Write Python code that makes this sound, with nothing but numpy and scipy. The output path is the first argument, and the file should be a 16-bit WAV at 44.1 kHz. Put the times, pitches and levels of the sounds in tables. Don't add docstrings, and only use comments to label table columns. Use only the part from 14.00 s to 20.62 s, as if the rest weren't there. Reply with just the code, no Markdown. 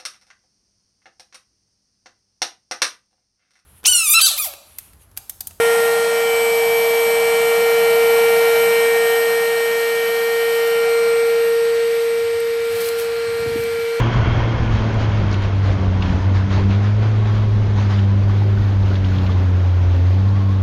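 import sys
import numpy as np
from scipy import signal
from scipy.fft import rfft, irfft, next_fast_len
from scipy.io import wavfile
from scipy.ndimage import uniform_filter1d, map_coordinates

SR = 44100
rng = np.random.default_rng(int(sys.argv[2]) if len(sys.argv) > 2 else 0)


def generate_wav(signal):
    frames = np.transpose(np.atleast_2d(signal))
    scaled = np.clip(frames, -1, 1) * 32767
    pcm = np.round(scaled).astype(np.int16)
    wavfile.write(sys.argv[1], SR, pcm)


def field_ratio(decibels):
    return 10 ** (np.asarray(decibels, dtype=float) / 20)


N = 291942

# time in seconds, pace in dB.
PACE = [(0, 6.5), (.13, 5.5), (.45, 4.5), (.8, 2.5), (1.25, 2.5), (1.6, -0.5), (2.15, 0.5), (2.3, -.5),
        (3.3, -2), (3.75, -3), (4.3, -3), (4.8, -4), (5.4, -2.5), (6.1, -3.5), (6.45, -4.5), (6.62, -4)]


def unit(x):
    return x / np.sqrt(np.mean(x ** 2) + 1e-20)


def curves(rows):
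    s, *columns = np.transpose(rows)
    return [np.interp(np.arange(N) / SR, s, column) for column in columns]


def swells(rows):
    t = np.arange(N) / SR
    total = 0
    for middle, length, height in rows:
        total = total + height * np.exp(-np.abs(2 * (t - middle) / length) ** 3)
    return total


def wobble(rate):
    knots = rng.standard_normal(int(N * 40 / SR) + 4)
    return map_coordinates(knots, [np.arange(N) * min(rate, 40) / SR])


def tone(hz):
    return 2 * np.pi * np.cumsum(hz) / SR


def thud(t, hz, peak_s):
    envelope = t / peak_s * np.exp(1 - t / peak_s)
    return envelope * np.sin(2 * np.pi * hz * t)


def band(x, low_hz, high_hz):
    sos = signal.butter(2, [low_hz, high_hz], "bandpass", fs=SR, output="sos")
    return signal.sosfilt(sos, x)


def shaped(x, spectrum, peaks=()):
    m = next_fast_len(N + 8192)
    hz = np.fft.rfftfreq(m, 1 / SR)
    f, db = np.transpose(spectrum)
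    shape_db = np.interp(np.log(hz + 1), np.log(f + 1), db)
    for centre, width, lift_db in peaks:
        shape_db += lift_db / (1 + (2 * (hz - centre) / width) ** 2)
    return irfft(rfft(x, m) * field_ratio(shape_db), m)[..., :N]


def coloured(x, spectrum, peaks=()):
    return unit(shaped(x, spectrum, peaks))


def patchy(patchy_db):
    z = signal.stft(rng.standard_normal(N), nperseg=512)[2]
    field = uniform_filter1d(rng.standard_normal(z.shape), size=7, axis=0)
    field = uniform_filter1d(field, size=8, axis=1)
    return signal.istft(z * field_ratio(patchy_db * unit(field)), nperseg=512)[1][:N]


def grains(share):
    size = field_ratio(3.5 * np.minimum(rng.exponential(size=N), 4.5))
    struck = rng.random(N) < .08
    return patchy(1.5) + share * unit(rng.standard_normal(N) * size * struck)


def shake_db():
    # middle in seconds, length in seconds, change in dB.
    gusts = [(.08, 0.12, -8), (.3, 0.28, 0), (.5, .1, -1), (.86, 0.092, -6), (1.71, .08, 6),
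             (1.92, 0.13, 4.5), (2.13, 0.15, 5.5), (2.6, .1, 1), (2.85, 0.33, -2.5), (3.1, .08, -3),
             (3.45, 0.36, 3), (4.38, 0.22, -5), (4.58, 0.09, 3), (4.9, 0.12, 3.5), (5.05, .1, 2.5),
             (5.25, 0.26, 0), (5.66, 0.16, -17), (6.13, 0.16, -21), (6.28, .12, -3)]
    return -28.5 + 1.1 * curves(PACE)[0] + swells(gusts)


def jolts():
    # start in seconds, length in seconds, jolt in dB.
    ruts = [(0, 0.026, -1), (0.128, .06, 5), (0.713, 0.16, 4), (0.987, 0.09, 6), (1.155, .05, 4.5),
            (1.303, .06, 3), (1.422, 0.043, 5), (1.634, .11, 6.5), (2.017, 0.12, 5), (2.127, 0.12, 2),
            (2.345, 0.081, 7), (2.508, .11, 9.5), (2.7, 0.079, 7), (2.834, 0.081, 4.5), (3.019, .08, 4.5),
            (3.248, 0.08, 4.5), (3.336, 0.092, 5.5), (3.767, 0.12, 8), (3.896, 0.11, 7), (3.964, .05, 1.5),
            (4.08, .06, 1.5), (4.288, .14, 3.5), (4.566, 0.17, 3), (4.856, .12, 3.5), (5.04, 0.26, 3),
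            (5.24, 0.13, 2.5), (5.938, 0.037, 2), (6.057, 0.092, 2.5)]
    t = np.arange(N) / SR
    rise_s = 0.01
    total = 0
    for start, length, jolt_db in ruts:
        hit = (1 + np.tanh((t - start) / rise_s)) / 2
        let_go = np.exp(-np.clip((t - start) / length, 0, 9) ** 3)
        total = total + jolt_db * hit * let_go
    return total


def buffeting():
    # pitch in Hz, level in dB.
    shake = [(3, -18.5), (6, -8), (27, -5), (55, 1.5), (80, 0.5), (125, -4), (160, -10.5), (230, -13.5),
             (400, -38.5), (2000, -78), (9000, -140)]
    lumps = field_ratio(1.6 * wobble(9))
    return field_ratio(shake_db() + 4.5) * coloured(lumps * rng.standard_normal(N), shake)


def tyres():
    # time in seconds, pitch in Hz, level in dB.
    tread = [
        (2.3, 385, -70),
        (2.6, 385, -37),
        (3, 398, -40.5),
        (3.6, 399.4, -35.5),
        (4, 380, -39.5),
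        (4.6, 378.6, -36.5),
        (5.3, 368, -46),
        (5.7, 356.3, -48.5),
        (5.9, 365, -64.5),
    ]
    # time in seconds, spray in dB.
    wet = [
        (0, -100),
        (3.2, -85.5),
        (3.84, -91),
        (3.93, -80.5),
        (4.3, -74.5),
        (5.0, -74),
        (6.62, -75),
    ]
    # middle in seconds, length in seconds, extra spray in dB.
    puddles = [
        (3.42, .33, 12),
        (4.65, .15, 1),
        (5.19, .16, 3.5),
        (6.1, 0.11, 4),
    ]
    # pitch in Hz, level in dB.
    mist = [(10800, -34.5), (11400, -17.5), (11700, -5.5), (12200, -7), (12800, -4.5), (13200, -12.5),
            (14800, -21.5), (15700, -34)]
    hz, hum_db = curves(tread)
    hum = field_ratio(hum_db + 2.3 * wobble(6)) * np.sin(tone(hz) + 0.35 * wobble(6.3))
    spray_db = curves(wet)[0] + swells(puddles) + 24 + 1.2 * wobble(14)
    return hum + field_ratio(spray_db) * coloured(patchy(1.5), mist)


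def rattle():
    # pitch in Hz, level in dB.
    panel_colour = [(290, -28), (500, -8), (900, -5), (1500, -6.5), (2720, -13.5), (4000, -15.5),
                    (5640, -23.5), (7300, -28), (8300, -51.5), (16000, -110)]
    # pitch in Hz, level in dB.
    grit_colour = [(6500, -29.5), (7600, -3), (8300, -5), (10000, -0.5), (11000, -6), (12500, -5),
                   (13300, -19), (14200, -48), (15700, -88.5)]
    jolt_db, tremble = jolts(), wobble(30)
    panel_db = -50 + 0.4 * curves(PACE)[0] + jolt_db + 0.72 * tremble + 11.5
    grit_db = -78 + 0.63 * jolt_db + 1.2 * tremble + 23
    panels = field_ratio(panel_db) * coloured(grains(share=0.35), panel_colour)
    grit = field_ratio(grit_db) * coloured(grains(share=0.38), grit_colour)
    return panels + grit


def clods():
    # time in seconds, peak in dB, ring in Hz, bright part in
    # dB.
    hits = [(0.002, -33, 2990, -40.5), (0.9426, -30, 2360, -51), (1.1159, -29, 2239, -70.5),
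            (1.311, -29.5, 4600, -72), (1.326, -27.5, 4700, -68), (1.341, -21, 2570, -48),
            (1.422, -35.5, 2514, -52), (2.0224, -16.5, 2698, -62), (2.027, -24, 2600, -66),
            (2.059, -25, 2520, -73), (2.095, -30, 2400, -72), (2.164, -29, 2200, -57),
            (2.346, -33, 2350, -75), (2.705, -26, 2690, -63), (2.8599, -26, 2200, -67),
            (3.258, -26, 2160, -64.5), (3.7568, -40, 2580, -68), (3.9896, -24.5, 2980, -71),
            (4.83, -34, 3500, -73), (4.87, -32, 2900, -72), (4.955, -25.5, 3220, -67),
            (5.0407, -27, 2350, -60.5), (5.046, -26, 3200, -70), (5.162, -30, 3274, -70),
            (5.1834, -25.5, 3150, -64), (5.2635, -23, 2755, -61), (5.318, -29, 3330, -64)]
    ring, crack = np.zeros(N + SR), np.zeros(N + SR)
    t = np.arange(SR // 10) / SR
    for s, peak_db, hz, bright_db in hits:
        place = slice(round(s * SR), round(s * SR) + len(t))
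        burst = (1 - np.exp(-t / 0.0015)) * rng.standard_normal(len(t))
        tap = field_ratio(peak_db + 4 - 60 * t / 0.045) * burst
        ring[place] += field_ratio(peak_db - 4) * thud(t, hz, .0007)
        ring[place] += band(tap, .8 * hz, 1.35 * hz)
        crack[place] += field_ratio(bright_db + 31.5 - 60 * t / 0.01) * burst
    crack = band(band(crack, 6500, 13000), 6500, 13000)
    return (ring + crack)[:N]


def knocks():
    # time in seconds, peak in dB, ring in Hz.
    blows = [(1.676, -20, 700), (1.694, -17, 560), (1.704, -13, 637), (1.718, -18, 590),
             (1.834, -14.5, 573), (3.031, -33, 592), (3.255, -29, 500), (3.391, -23, 600),
             (3.785, -17, 974), (4.296, -20.5, 1140), (4.333, -26, 592), (4.419, -18, 826),
             (4.484, -22, 509), (4.579, -31, 616), (4.913, -21.5, 1420), (5.159, -25, 605),
             (5.253, -30, 549), (4.575, -22, 1500), (5.12, -24, 1450), (5.293, -18, 1170), (5.37, -23, 945)]
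    out = np.zeros(N + SR)
    t = np.arange(SR // 10) / SR
    for s, peak_db, hz in blows:
        out[round(s * SR):][:len(t)] += field_ratio(peak_db - 6.5) * thud(t, hz, 0.0018)
    return out[:N]


def belt():
    # middle in seconds, length in seconds, pitch in Hz, level in dB.
    slips = [
        (.1, 0.46, 1000, -44),
        (1.809, 0.13, 1110, -42.5),
        (2.12, .36, 990, -41.5),
        (3.38, 0.44, 1097, -43.5),
        (4.149, .1, 1010, -43.5),
        (6.434, 0.43, 1100, -43.5),
    ]
    t = np.arange(N) / SR
    song = 0
    for s, length, hz, db in slips:
        note = np.exp(2j * np.pi * hz * t) + 0.16 * np.exp(3 * 2j * np.pi * hz * t)
        song = song + swells([(s, length, field_ratio(db))]) * note
    fuzz = np.exp(2.6j * wobble(40))
    return field_ratio(3.2 * wobble(35)) * np.sqrt(2) * np.imag(song * fuzz)


def exhaust_boom(hz, boom_db, phase, rough):
    # multiple of firing rate, level in dB, drift in dB.
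    half_orders = [
        (1.5, -48.5, 6.5),
        (2.5, -58.5, 2.5),
    ]
    # pitch in Hz, level in dB.
    pipe = [(177, -47), (183, -29), (197, -26.5), (215, -32.5), (235, -44), (270, -36.5), (292, -37),
            (320, -47),
            (342, -39.5), (385, -53), (420, -44), (450, -45.5), (490, -52), (540, -46), (580, -49),
                 (700, -53.5)]
    # middle in seconds, length in seconds, overtone change in dB.
    throttle = [(.7, .3, 3), (1.3, 0.15, 3), (1.56, 0.36, -8), (1.85, .2, 3.5), (2.08, .22, 5),
                (2.27, 0.18, -8.5), (2.65, 0.97, 2), (3.45, .15, -5.5), (4.3, .3, 0.5), (4.72, 0.2, -3),
                (5.25, 0.51, 2), (5.7, 0.27, -2), (6.08, 0.087, -10), (6.35, .3, 0)]
    # middle in seconds, length in seconds, change in dB.
    stumbles = [
        (.57, 0.049, -11),
        (.92, 0.029, -5),
        (1.79, 0.027, -21),
        (2.13, .04, -11),
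        (2.18, 0.039, -3),
        (2.48, .03, -8),
    ]
    pipe_hz, pipe_level = np.transpose(pipe)
    throttle_db = swells(throttle)

    def pipe_db(k):
        return np.interp(k * hz, pipe_hz, pipe_level) + throttle_db * (1 if k == 2 else 0.15)

    lines = field_ratio(boom_db + swells(stumbles) + 0.63 * rough * wobble(22)) * np.sin(phase)
    second_db = pipe_db(2) + (1.2 + 1.2 * rough) * wobble(14)
    lines += field_ratio(second_db) * np.sin(2 * phase + .25 * rough * wobble(18))
    lines += field_ratio(pipe_db(3) + 2.4 * wobble(11)) * np.sin(3 * phase + .3 * wobble(16))
    lines += field_ratio(shake_db() - 21.5 + 2.2 * wobble(4.9)) * np.sin(phase / 2)
    for k, db, drift_db in half_orders:
        lines += field_ratio(db + drift_db * wobble(5)) * np.sin(k * phase + rng.uniform(0, 2 * np.pi))
    for k in range(4, 7):
        lines += field_ratio(pipe_db(k) + 2.5 * wobble(7)) * np.sin(k * phase + rng.uniform(0, 2 * np.pi))
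    return np.sqrt(2) * lines


def roar_and_intake(phase, pace_db):
    # pitch in Hz, level in dB.
    roar_colour = [(70, -30), (120, -4), (160, -9), (340, -9), (770, -15.5), (1770, -27.5), (3500, -36.5),
                   (6500, -44.5), (8000, -70), (16000, -120)]
    # pitch in Hz, level in dB.
    intake_colour = [(500, -32.5), (900, -1.5), (1800, -0.5), (3400, -6.5), (3900, -24.5), (6500, -29),
                     (8000, -66), (16000, -120)]
    # pitch in Hz, width in Hz, lift in dB.
    panel_peaks = [(540, 90, 5.5), (1015, 250, 10), (1480, 140, 6.5), (2160, 91, 6.5), (3220, 130, 8)]
    jolt_db = jolts()
    puff = 1 + 0.12 * np.sin(phase)
    roar_db = -31.5 + 0.97 * pace_db + 0.12 * jolt_db + 2 + 0.98 * wobble(12)
    intake_db = -40 + 2.03 * pace_db + 0.21 * jolt_db + 0.61 * wobble(23)
    roar = field_ratio(roar_db) * coloured(puff * patchy(0.5), roar_colour)
    intake = field_ratio(intake_db) * coloured(puff * patchy(0.47), intake_colour, panel_peaks)
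    return roar + intake


def engine():
    # time in seconds, firing rate in Hz, boom in dB.
    firing = [(0.0, 115.5, -16.5), (0.15, 118.2, -19), (0.6, 112.4, -18.5), (1.05, 107, -16.5),
              (1.35, 98.6, -17.5), (1.65, 97.5, -15), (2.1, 91.9, -19), (2.25, 95.04, -16),
              (2.7, 98.1, -14), (3.05, 107.6, -13.5), (3.6, 104, -15), (4.05, 98.6, -13.5),
              (4.5, 101.6, -13), (5.1, 93.95, -15.5), (5.55, 91, -13.5), (6.0, 88.7, -12), (6.3, 98.9, -13),
              (6.62, 95.55, -15)]
    hz, boom_db = curves(firing)
    pace_db = curves(PACE)[0]
    rough = np.clip(field_ratio(pace_db - 1.5), .2, 2)
    phase = tone(hz) + 0.058 * rough * wobble(25)
    return exhaust_boom(hz, boom_db, phase, rough) + roar_and_intake(phase, pace_db)


def scene():
    return (buffeting() + tyres() + rattle() + clods() + knocks() + belt() + engine())[None]


def top_cut(x):
    return signal.sosfilt(signal.butter(12, 15720, fs=SR, output="sos"), x)


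def record(dry):
    # pitch in Hz, level in dB.
    housing = [(6600, -0.5), (7200, -5.5), (7700, -17), (16000, -23)]
    held = dry / (1 + np.abs(dry / 0.56) ** 6) ** (1 / 6)
    return top_cut(shaped(held, housing))


dry = scene()
out = record(dry)
generate_wav(out)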